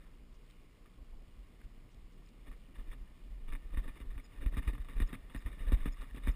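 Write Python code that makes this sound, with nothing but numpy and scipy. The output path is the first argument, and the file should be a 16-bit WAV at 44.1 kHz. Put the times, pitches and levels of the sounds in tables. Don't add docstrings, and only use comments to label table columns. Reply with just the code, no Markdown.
import sys
import numpy as np
from scipy import signal
from scipy.fft import rfft, irfft
from scipy.io import wavfile
from scipy.ndimage import uniform_filter1d

SR = 44100
rng = np.random.default_rng(int(sys.argv[2]) if len(sys.argv) > 2 else 0)


def ratio(d):
    e = np.asarray(d, float) / 20
    return 10 ** e


def generate_wav(signal):
    frames = np.transpose(np.atleast_2d(signal))
    scaled = np.clip(frames, -1, 1) * 32767
    pcm = np.round(scaled).astype(np.int16)
    wavfile.write(sys.argv[1], SR, pcm)


N = 280035


def rms_one(x):
    return x / np.sqrt(np.mean(x ** 2) + 1e-20)


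def filtered(x, order, hz, kind="low"):
    return signal.sosfilt(signal.butter(order, hz, kind, fs=SR, output="sos"), x)


def around(s, reach_s):
    span = slice(max(int((s - reach_s) * SR), 0), min(int((s + reach_s) * SR), N))
    return span, np.arange(span.start, span.stop) / SR - s


def drift(per_s):
    r = np.exp(-2 * np.pi * per_s / SR)
    noise = rng.standard_normal(N + SR)
    return rms_one(signal.lfilter([1], [1, -2 * r, r * r], noise)[SR:])


def coloured(spectrum):
    hz, db = np.transpose(spectrum)
    bins_hz = np.arange(N // 2 + 1) * SR / N + 1
    gain = ratio(np.interp(np.log(bins_hz), np.log(hz), db, left=-80, right=-80))
    return rms_one(irfft(rfft(rng.standard_normal(N)) * gain, N))


def resonate(x, modes):
    out = 0
    for k, (hz, width_hz, db) in enumerate(modes):
        r = np.exp(-np.pi * width_hz / SR)
        poles = [1, -2 * r * np.cos(2 * np.pi * hz / SR), r * r]
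        ringing = signal.lfilter([1 - r * r, 0, r * r - 1], poles, x + 1e-18)
        out = out + (-1) ** k * ratio(db) * ringing
    return out


def contacts(per_s, spread_db):
    sizes = ratio(spread_db * np.minimum(rng.exponential(1, N), 3.5))
    signs = rng.choice([-1, 1], N)
    return rms_one(sizes * signs * (rng.random(N) < per_s / SR))


# time_s, roughness_db
TRAIL = [(0.0, -8.5), (0.6, -14), (1.2, -9), (1.9, -5), (2.4, -3.5), (2.9, 2.5), (3.3, -2), (3.55, 4),
         (3.95, 6), (4.25, 0), (4.6, 5.5), (5.0, 3.5), (5.25, 7), (5.55, 9.5), (5.75, 10.5), (6.05, 10),
         (6.35, 12.5)]


def roughness():
    return np.interp(np.arange(N) / SR, *np.transpose(TRAIL))


# centre_s, sway_db, half_length_s
HUMPS = [(0.16, -52.5, 0.26), (.4, -54.5, 0.074), (.6, -52.5, 0.071), (0.844, -49.5, .03),
         (1.004, -45, 0.044), (1.16, -38.5, .06), (1.404, -45.5, 0.076), (1.652, -41, 0.017),
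         (1.783, -48.5, 0.047), (2.024, -47, 0.052), (2.194, -53, 0.052), (2.503, -42, 0.065),
         (2.943, -47, 0.059), (3.322, -40.5, 0.091), (3.673, -37, 0.021), (4.136, -42, .04),
         (4.406, -34, 0.02), (3.435, -39, .03), (4.74, -39, 0.039), (4.89, -46, 0.062), (5.14, -47, 0.036),
         (5.57, -48, 0.071), (6.034, -36, 0.019), (6.173, -42, 0.046), (6.268, -30.5, 0.029)]


def sway_level(rough_db):
    level = ratio(SWAY_DB + 0.55 * rough_db)
    late_s, stirred_db, stirred_s = 0.01, -4, 0.033
    stirred = [(s + late_s, db + stirred_db, stirred_s) for s, db, *rest in JOLTS]
    for s, db, half_s in list(HUMPS) + stirred:
        span, t = around(s, 0.3)
        level[span] += ratio(db) * np.exp(-(t / half_s) ** 2)
    return level


SWAY_DB = -48


def shaking(level):
    sway = filtered(rng.standard_normal(N + SR), 3, [20, 45], "band")[SR:]
    power = uniform_filter1d(sway ** 2, size=4000)
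    out = rms_one(sway / np.sqrt(power + 0.15 * np.mean(sway ** 2)))
    for s, *rest in JOLTS:
        span, t = around(s, 0.1)
        out[span] *= 1 - 0.69 * np.exp(-(t / 0.028) ** 2)
    return ratio(-7.0) * level * out


# pitch_hz, level_db (per Hz)
WIND = [(40, -1), (65, 3.5), (95, -0.5), (150, -1.5), (260, -3), (450, -13), (800, -18.5), (1300, -31)]


def wind(rough_db, rocking):
    level_db = -65 + 0.089 * rough_db + 2.0 * drift(25)
    stirred = (rocking / ratio(SWAY_DB)) ** 0.23
    return ratio(level_db) * stirred * coloured(WIND)


# centre_s, level_db, half_length_s, body_db (hollow body relative)
RATTLES = [(0.014, -65.5, 0.096, -2), (2.476, -55, 0.015, -2), (2.759, -56, 0.0097, -10),
           (2.879, -63, 0.011, 5), (2.927, -58.5, 0.015, -1.5), (3.74, -53.5, .011, 3.5),
           (3.851, -55, 0.02, 4.5), (3.968, -55, 0.014, -2), (4.153, -58.5, 0.0092, 5),
           (4.248, -62, 0.017, -1), (4.357, -57.5, 0.039, 0.5), (4.429, -52, 0.016, 5.5),
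           (4.538, -59, 0.015, 6), (4.631, -50.5, 0.01, -9), (4.681, -49.5, 0.029, 0.5),
           (4.753, -60, 0.015, 7), (4.817, -56, 0.0078, -8), (4.929, -56.5, 0.017, -7),
           (5.023, -48.5, 0.018, 0.5), (5.093, -51.5, 0.02, -0.5), (5.415, -58, 0.012, -8),
           (5.487, -63, 0.02, -5), (5.532, -57, .017, 5.5), (5.619, -52.5, 0.027, 1.5),
           (5.685, -47.5, 0.015, 5.5), (5.81, -54.5, 0.03, 1), (5.98, -63, 0.014, -8),
           (6.024, -47.5, 0.013, -5), (6.176, -51, 0.013, 3), (6.242, -55, 0.008, 0)]


def bursts():
    after = [(s + 0.0058, db, 0.0095, 0.014, -1) for s, *rest, db in KNOCKS]
    again = [(s + 0.024, db - 9, 0.0068, 0.0068, 0.5) for s, *rest, db in KNOCKS]
    loose = [(s, db, 0.95 * half_s, 0.92 * half_s, body_db) for s, db, half_s, body_db in RATTLES]
    return after + again + loose


def airborne():
    hush = np.ones(N)
    for s, *rest in KNOCKS:
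        span, t = around(s, 0.05)
        hush[span] *= 1 - 0.4 * (t < 0) * np.exp(-(t / 0.012) ** 2)
    return hush


# pitch_hz, width_hz, level_db
CASE = [(890, 93, -8), (1181, 138, -2), (1544, 370, -11), (1807, 120, 0.5), (2130, 240, -6.5),
        (2417, 170, -6), (2865, 130, -10), (3050, 93, -16), (3427, 183, -12.5), (3700, 118, -9),
        (5200, 370, -26.5)]
# pitch_hz, width_hz, level_db
HOLLOW = [(112, 51, -0.5), (200, 36, -5), (268, 23, 0.5), (544, 270, -14)]


def rattle(rough_db):
    running_db = -73.5 + 1.16 * rough_db
    walls = ratio(running_db - 2.0 + 1.15 * drift(33))
    body = np.zeros(N)
    for s, db, rise_s, fall_s, body_db in bursts():
        span, t = around(s, 0.2)
        away = np.where(t < 0, -t / max(rise_s, 0.002), t / max(fall_s, 0.002))
        swell = ratio(-6.0 * np.minimum(away, 8) ** 2.24)
        walls[span] += ratio(db - 5.0) * swell
        body[span] += ratio(db + body_db - 1) * swell

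    grains = contacts(per_s=2000.0, spread_db=2.5)
    hush = airborne()
    wall_sound = np.zeros(N)
    for k, mode in enumerate(CASE):
        fed = grains * ratio(2.5 * drift(74.0)) * (-1) ** k
        wall_sound += resonate(walls * hush * fed, [mode])
    wall_sound /= np.std(resonate(grains, CASE)) * ratio(3.0)

    pushes = contacts(per_s=3500.0, spread_db=6.5)
    body_sound = resonate(body * hush * pushes, HOLLOW) * ratio(13.0)
    return filtered(wall_sound, 2, 720, "high") + filtered(body_sound, 2, 900)


# pitch_hz, width_hz, level_db
ROLLING = [(1090, 110, 1), (2120, 270, -1), (2413, 78, -1), (2877, 170, -0.5), (3300, 550, -6.5)]


def rolling():
    hum = np.zeros(N)
    for mode in ROLLING:
        grains = contacts(per_s=1500.0, spread_db=5.0)
        hum += ratio(2.0 * drift(8.1)) * resonate(grains, [mode])
    return ratio(-76) * rms_one(hum)


# pitch_hz, level_db (per Hz)
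HISS = [(400, 7), (800, -6.5), (1150, 1), (1600, -4.5), (2200, -2.5), (3000, -9), (4200, -9), (5300, -8),
        (5800, -13.5), (6300, -20)]
# multiple (of the frame rate), level_db
BUZZ = [(2, -73.5), (3, -74.5), (4, -78.5), (5, -80.5), (6, -80.5), (7, -85.5), (8, -85), (10, -90),
        (12, -101.5)]


def electronics():
    frame_hz = 59.94
    t = np.arange(N) / SR
    buzz = np.zeros(N)
    for multiple, db in BUZZ:
        turns = int(round(multiple)) * frame_hz * t + rng.random()
        buzz += ratio(db + 1.5) * np.sin(2 * np.pi * turns)
    return ratio(-74.5 + 0.17 * drift(11.0)) * coloured(HISS) + buzz


# start_s, length_s, low_hz, high_hz, level_db
TICKS = [(0.328, 0.043, 4800, 6400, -84), (.463, .003, 2500, 6400, -75), (0.477, 0.0043, 2900, 3500, -71),
         (0.497, 0.01, 1900, 3700, -72), (.508, 0.0055, 2200, 4500, -71), (0.854, 0.0096, 950, 1350, -73),
         (1.613, 0.0069, 950, 2300, -69), (1.631, 0.027, 900, 3220, -76), (1.79, 0.0029, 900, 3300, -81),
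         (1.903, 0.047, 5200, 6500, -82), (1.943, 0.0058, 2500, 5500, -76), (2.114, 0.03, 3000, 5800, -82),
         (2.286, 0.0083, 2200, 6000, -73.5)]


def ticks():
    out = np.zeros(N)
    for s, length_s, low_hz, high_hz, db in TICKS:
        band = rms_one(filtered(rng.standard_normal(4000), 2, [low_hz, high_hz], "band"))
        shape = np.sin(np.linspace(0, np.pi, min(int(length_s * SR), 3000)))
        at = int(s * SR)
        out[at:at + len(shape)] += ratio(db + 5.5) * shape * band[-len(shape):]
    return out


# start_s, peak_db, hollow_db (body relative), rattle_db
KNOCKS = [(0.858, -54, -22, -76), (2.514, -50, -14, -58.5), (2.783, -51.5, -9, -57.5),
          (2.911, -57, -23, -58.5), (3.478, -54, -7, -54), (3.523, -39, -19, -48.5),
          (3.55, -38.5, -21, -71), (3.771, -36.5, -10, -48), (3.878, -40.5, -12, -52),
          (4.001, -47.5, -6, -54.5), (4.102, -61, -20, -59), (4.178, -42.5, -16, -55),
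          (4.46, -36.5, -9, -53.5), (4.525, -54, -7, -52.5), (4.568, -34.5, -6, -41.5),
          (4.676, -35, -13, -49.5), (4.73, -50.5, 1, -56), (4.779, -45, -9.5, -66),
          (4.846, -46.5, -20, -67), (4.885, -44, -24, -52), (4.962, -57, -2, -49.5),
          (5.0, -34.5, -4.5, -47.5), (5.128, -42.5, 0.5, -44.5), (5.297, -55, -5, -58),
          (5.346, -39, -4, -47), (5.46, -41, -12.5, -50), (5.719, -32, -2.5, -40.5),
          (5.856, -35.5, -2, -42), (6.144, -54.5, 6, -61), (6.271, -33.5, -4, -41.5)]
# pitch_hz, width_hz, level_db
THUD = [(142, 110, -6), (265, 59.4, 0), (548, 320, -25)]


def knocks():
    s, db, hollow_db, rattle_db = np.transpose(KNOCKS)
    timing = rng.standard_normal((3, len(s)))
    out = np.zeros(N)
    for k, mode in enumerate(CASE):
        clicks = np.zeros(N)
        for bounce in range(3):
            late_s = 0.0006 + bounce * 0.0057 * (1 + 0.33 * timing[bounce])
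            at = np.minimum(((s + late_s) * SR).astype(int), N - 1)
            strength_db = 2 * rng.standard_normal(len(s))
            clicks[at] -= ratio(db + 21.5 - 5.6 * bounce + strength_db)
        out += (-1) ** k * resonate(clicks, [mode])
    soft = filtered(out, 3, 3900)
    push = np.zeros(N)
    push[((s + 0.0014) * SR).astype(int)] = ratio(db + hollow_db + 45.0)
    return soft + filtered(resonate(push, THUD), 2, 1100)


# centre_s, depth_db, swing_hz, rebound_db (relative)
JOLTS = [(1.179, -42.5, 26.4, -4), (2.793, -35.5, 33, 2), (2.872, -40, 29.3, 7), (3.019, -38, 36.5, 1),
         (3.31, -39.5, 42.4, 5), (3.484, -35, 25.5, 3.5), (3.534, -32.5, 42, 5), (3.732, -33.5, 35.5, 4.5),
         (3.781, -25.5, 50.7, -0.5), (3.866, -33, 28.6, -3), (4.019, -39, 49.6, 6), (4.075, -35, 33, 2.5),
         (4.172, -34, 45.6, -6), (4.424, -34, 30, 1.5), (4.468, -23, 51.3, -1), (4.525, -35, 39.5, 9.5),
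         (4.585, -26, 59.3, 1), (4.681, -23, 55, -1), (4.804, -32, 47.6, -1.5), (4.971, -28.5, 37.8, 4),
         (5.021, -22, 53.7, 1), (5.37, -34, 47.7, 6), (5.463, -27.5, 50.3, 1), (5.611, -34, 41.8, 6.5),
         (5.679, -26.5, 45.4, 4.5), (5.738, -17.5, 54.5, -3), (5.816, -30, 31.4, 4.5),
         (5.882, -29, 45, 0.5), (6.003, -35, 28.6, -4), (6.289, -23, 60.4, 3)]


def jolts():
    out = np.zeros(N)
    for s, db, hz, rebound_db in JOLTS:
        span, t = around(s, 0.2)
        turns = t * hz
        slowed = np.where(t > 0, 1.796 * np.log1p(np.abs(turns) / 1.91), turns)
        fade = np.exp(-(slowed / np.where(t > 0, 0.85, 0.42)) ** 2)
        rebound = ratio(rebound_db * np.clip(slowed * 4 - 1, 0, 1))
        out[span] -= ratio(db) * fade * rebound * np.cos(2 * np.pi * slowed)
    return out


# start_s, length_s, start_hz, end_hz, level_db
SQUEAKS = [
    (2.254, 0.013, 5080, 5100, -65),
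    (3.527, .017, 5200, 5050, -62),
    (4.231, 0.042, 5300, 4900, -59.5),
    (5.06, .009, 5400, 5320, -65),
    (5.067, 0.02, 5400, 5200, -60),
    (5.366, 0.037, 5200, 5070, -66),
    (5.919, 0.022, 5300, 5100, -58.5),
    (6.308, .018, 5330, 5120, -60),
]


def squeaks():
    out = np.zeros(N)
    flutter = ratio(4.5 * drift(150.0))
    for s, length_s, start_hz, end_hz, db in SQUEAKS:
        part = np.linspace(0, 1, int(length_s * SR))
        hz = end_hz + (start_hz - end_hz) * (1 - part) ** 1.6
        whistle = np.sin(2 * np.pi * np.cumsum(hz) / SR)
        at = int(s * SR)
        out[at:at + len(part)] += ratio(db - 7.5) * np.sin(np.pi * part) ** 0.98 * whistle
    return out * flutter


def scene():
    rough_db = roughness()
    rocking = sway_level(rough_db)
    low = shaking(rocking) + wind(rough_db, rocking) + jolts()
    case = rattle(rough_db) + knocks() + squeaks()
    return (low + case + rolling() + electronics() + ticks())[None]


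def low_pass(x):
    return signal.sosfilt(signal.butter(12, 16360, fs=SR, output="sos"), x)


def record(dry):
    coarse = signal.resample_poly(dry, 40, 147, axis=1)
    held = signal.resample_poly(np.repeat(coarse, 4, axis=1), 147, 160, axis=1)[:, :N]
    cut = signal.sosfilt(signal.ellip(10, 0.2, 60, 15250, fs=SR, output="sos"), held)
    return low_pass(cut)


dry = scene()
out = record(dry)
generate_wav(out)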